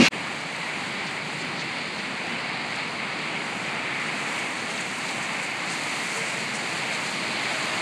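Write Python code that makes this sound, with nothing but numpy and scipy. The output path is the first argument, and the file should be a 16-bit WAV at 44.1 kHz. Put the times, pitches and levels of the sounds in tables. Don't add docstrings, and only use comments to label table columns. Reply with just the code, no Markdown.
import sys
import numpy as np
from scipy import signal
from scipy.fft import rfft, irfft, next_fast_len
from scipy.io import wavfile
from scipy.ndimage import uniform_filter1d

SR = 44100
rng = np.random.default_rng(int(sys.argv[2]) if len(sys.argv) > 2 else 0)


def voltage_ratio(level):
    return 10 ** (np.asarray(level, float) / 20)


def output_pcm(signal):
    pcm = np.clip(np.atleast_2d(signal).T, -1, 1) * 32767
    wavfile.write(sys.argv[1], SR, np.round(pcm).astype(np.int16))


N = 344421
T = np.arange(N) / SR
PADDED = next_fast_len(N + SR // 2)
HZ = np.maximum(np.arange(PADDED // 2 + 1) * SR / PADDED, 1)

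# frequency in Hz, gain in dB.
MIC = [(30, -30), (50, -32.5), (100, -11), (150, 0.5), (1600, 1), (2200, 7.5), (2600, 3), (3200, -4),
       (4400, -1.5), (5400, -11.5), (7000, -5.5), (8500, -8), (12000, -25.5), (15500, -40.5)]


def colour(x, shape):
    hz, db = np.transpose(shape)
    gain = voltage_ratio(np.interp(np.log(HZ), np.log(hz), db))
    return irfft(rfft(x, PADDED) * gain, PADDED)[:N]


def heard(x, db):
    return x * voltage_ratio(db) / np.std(colour(x, MIC))


def wander(rate, db):
    hold_ms = int(1000 / rate)
    levels = np.repeat(rng.standard_normal(8000 // hold_ms + 1), hold_ms)
    slow = uniform_filter1d(uniform_filter1d(levels, hold_ms), hold_ms)
    return np.interp(T, np.arange(len(slow)) / 1000, voltage_ratio(1.3 * db * slow))


def droplets(per_s, scatter_db):
    size_db = np.minimum(scatter_db * rng.exponential(size=N), 9)
    clicks = (rng.random(N) < per_s / SR) * rng.standard_normal(N) * voltage_ratio(size_db)
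    return clicks / np.std(clicks)


def wash(source, shape, surge_db, flicker_db, rate):
    spectrum = rfft(colour(source, shape), PADDED)
    octaves = np.log2(HZ)
    out = 0
    for octave in np.arange(np.log2(shape[0][0]), np.log2(shape[-1][0]) + .5, .5):
        band = np.cos(np.pi * np.clip(octaves - octave, -.5, .5)) ** 2
        out = out + irfft(spectrum * band, PADDED)[:N] * wander(2 * rate, flicker_db)
    return out * wander(rate, surge_db)


def traffic():
    # frequency in Hz, density in dB per Hz.
    rumble_colour = [(20, -0.5), (220, 0.5), (330, -3), (450, -8), (900, -23)]
    roar_colour = [(200, -19), (450, -4.5), (800, 0.5), (1500, -2), (3200, -3), (4500, -18)]
    hiss_colour = [(2000, -11), (3300, -1.5), (4800, 2), (6500, -23), (12000, -27)]
    spray_colour = [(3500, -18.5), (5500, -1.5), (8000, -1), (11000, -1), (16000, 4.5)]
    # time in seconds, traffic swell in dB, facing the road (0-1).
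    street = [(.15, 0.5, 0.24), (1.0, -0.1, 0.24), (1.7, -0.6, .18), (2.35, 1.1, 0), (3.1, 1, 0.02),
              (3.4, 0.5, 0.27), (3.82, 1.6, 0.13), (4.0, 0.5, 0.38), (4.3, 1.5, 0.63), (4.85, 0.7, 0.66),
              (5.25, 1.3, 0.7), (5.6, 1.5, 0.54), (5.95, 1.8, 1), (6.25, 1.2, 0.95), (6.48, 1.5, 0.82),
              (6.85, 1.5, 0.84), (7.3, 1.5, 0.75), (7.75, 4, 0.9)]
    # closest moment in seconds, tyre hiss there in dB.
    cars = [
        (1.55, -41),
        (2.85, -46),
        (6.0, -40.5),
        (7.55, -36.5),
    ]
    car_m_s, lane_m = 11.5, 6.8

    s, *columns = np.transpose(street)
    swell_db, facing = (np.interp(T, s, c) for c in columns)
    car = np.sqrt(sum(voltage_ratio(db) ** 2 / (1 + (car_m_s * (T - at) / lane_m) ** 2) for at, db in cars))

    noise = rng.standard_normal((4, N))
    film = noise[2] + 0.35 * droplets(900, scatter_db=-5.0)
    thrown = noise[3] + 0.55 * droplets(1500, scatter_db=2.0)
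    rumble = wash(noise[0], rumble_colour, surge_db=0.7, flicker_db=0.97, rate=5)
    roar = wash(noise[1], roar_colour, surge_db=0.63, flicker_db=0.6, rate=7)
    hiss = wash(film, hiss_colour, surge_db=0.77, flicker_db=0.7, rate=9)
    spray = wash(thrown, spray_colour, surge_db=0.9, flicker_db=0.0, rate=12)

    rumble = heard(rumble, -39.5) * voltage_ratio(0.43 * swell_db)
    roar = heard(roar, -32) * voltage_ratio(swell_db)
    hiss = heard(hiss, 0) * np.hypot(voltage_ratio(-42 - 0.24 * swell_db - 0.8 * facing), car)
    spray = heard(spray, -50) * voltage_ratio(.1 * swell_db + 10.5 * facing)
    return rumble + roar + hiss + spray


def close_vehicle():
    # time in seconds, body boom in dB, tyre noise in dB.
    levels = [
        (0, -11.5, -22),
        (.015, -17.5, -17.5),
        (.035, -19, -19),
        (.055, -24.5, -16),
        (.068, -39, -17.5),
        (.09, -23, -22),
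    ]
    # frequency in Hz, density in dB per Hz.
    boom_colour = [(30, 5), (90, 2), (160, -0.5), (300, 2.5), (500, -8), (700, -9.5), (1200, -30)]
    tyre_colour = [(400, -13.5), (1000, -4), (2000, -5.5), (2700, 2.5), (3300, -0.5), (4400, -3), (5600, 3),
                   (7500, -12), (12000, -9), (16000, -17)]

    s, boom_db, tyre_db = np.transpose(levels)
    panels = 0
    for hz, size in [(236, .8), (335, 0.39)]:
        phase = 2 * np.pi * np.cumsum(hz * wander(40, db=0.2)) / SR
        panels = panels + size * wander(60, db=2.5) * np.sin(phase)
    boom = panels + heard(colour(rng.standard_normal(N), boom_colour), -2.5)
    tyres = heard(colour(rng.standard_normal(N), tyre_colour), 0)
    return boom * voltage_ratio(np.interp(T, s, boom_db)) + tyres * voltage_ratio(np.interp(T, s, tyre_db))


def splashes():
    # centre in seconds, level in dB, length in seconds, droplet pitch in Hz.
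    puddles = [(1.075, -44, .02, 4500), (1.418, -46, 0.029, 5500), (1.606, -45, 0.055, 4530),
               (1.99, -50, .03, 4500), (2.76, -46, .014, 7500), (3.945, -46, .02, 4300),
               (4.39, -47, .03, 7500), (4.593, -53, .06, 6500), (4.71, -44, 0.066, 8000),
               (4.78, -41, .012, 4800), (4.81, -39, .015, 8500), (5.09, -41.5, .012, 4900),
               (5.236, -45, .05, 8000), (5.44, -40.5, 0.044, 9500), (5.72, -41, 0.062, 8000),
               (6.175, -39.5, 0.055, 8500), (6.28, -44, .05, 8000), (6.405, -45, .04, 8000),
               (6.555, -39.5, 0.04, 7560), (6.94, -45, .045, 7000), (7.072, -44, 0.021, 5500),
               (.95, -52, 0.46, 3020), (2.8, -50, 0.15, 3000), (2.7, -59, .2, 6500),
               (3.994, -49, 0.33, 1780), (4.15, -52, .25, 8500), (5.42, -51.5, 0.31, 2130),
               (6.202, -49.5, 0.32, 2080)]
    drops = 0.58 * droplets(5000, scatter_db=6.0) + 0.83 * rng.standard_normal(N)
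    out = np.zeros(N)
    for s, db, length, hz in puddles:
        near = slice(int((s - .4) * SR), int((s + .4) * SR))
        b, a = signal.butter(3, [hz * 0.65, min(hz * 1.4, .45 * SR)], "bandpass", fs=SR)
        cloud = signal.lfilter(b, a, drops[near])
        burst = np.exp(-(2 * (T[near] - s) / length) ** 2)
        out[near] += cloud / np.std(cloud) * voltage_ratio(db + 11.5) * burst
    return out


def horns():
    # start in seconds, end in seconds, pitch in Hz, level in dB.
    calls = [
        (6.132, 6.282, 452, -41),
        (6.9, 7.5, 627, -51.5),
        (7.5, 7.9, 631, -45),
    ]
    out = 0
    for start, end, hz, db in calls:
        gate = np.clip(np.minimum(T - start, end - T) / 0.055, 0, 1)
        phase = 2 * np.pi * np.cumsum(hz * wander(20, db=0.04)) / SR
        tone = np.sin(phase) + .2 * np.sin(3 * phase)
        out = out + np.sqrt(2) * voltage_ratio(db) * wander(14, db=-2.0) * gate * tone
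    return out


def scene():
    street = traffic() + splashes() + horns()
    return np.where(T < .095, close_vehicle(), street)[None]


def thin_treble(x, floor_db, from_hz):
    hz, _, cells = signal.stft(x, SR, nperseg=2048)
    treble = np.abs(cells[hz > from_hz]).mean(axis=0)
    uneven_db = 2.5 * np.repeat(rng.standard_normal((65, len(treble))), 16, axis=0)[:len(hz)]
    floor = voltage_ratio(floor_db) * voltage_ratio(uneven_db) * (treble / np.median(treble)) ** .65
    keep = (np.abs(cells) > floor) | (hz[:, None] < from_hz)
    return signal.istft(cells * keep, SR, nperseg=2048)[1][:N]


def top_cut(x):
    return signal.sosfilt(signal.butter(12, 15710, fs=SR, output="sos"), x)


def record(dry):
    # time in seconds, gain in dB.
    fades = [
        (0, 0),
        (.0845, 0),
        (.08455, -22),
        (.092, -58),
        (.103, -44),
        (.11, -20),
        (.12, -6),
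        (.138, 0),
    ]
    s, db = np.transpose(fades)
    x = thin_treble(colour(dry[0], MIC), floor_db=-84.5, from_hz=9000)
    x = x * voltage_ratio(np.interp(T, s, db))
    click = voltage_ratio(-22) * (np.arange(N) == int(s[1] * SR))
    return top_cut((x - click)[None])


dry = scene()
out = record(dry)
output_pcm(out)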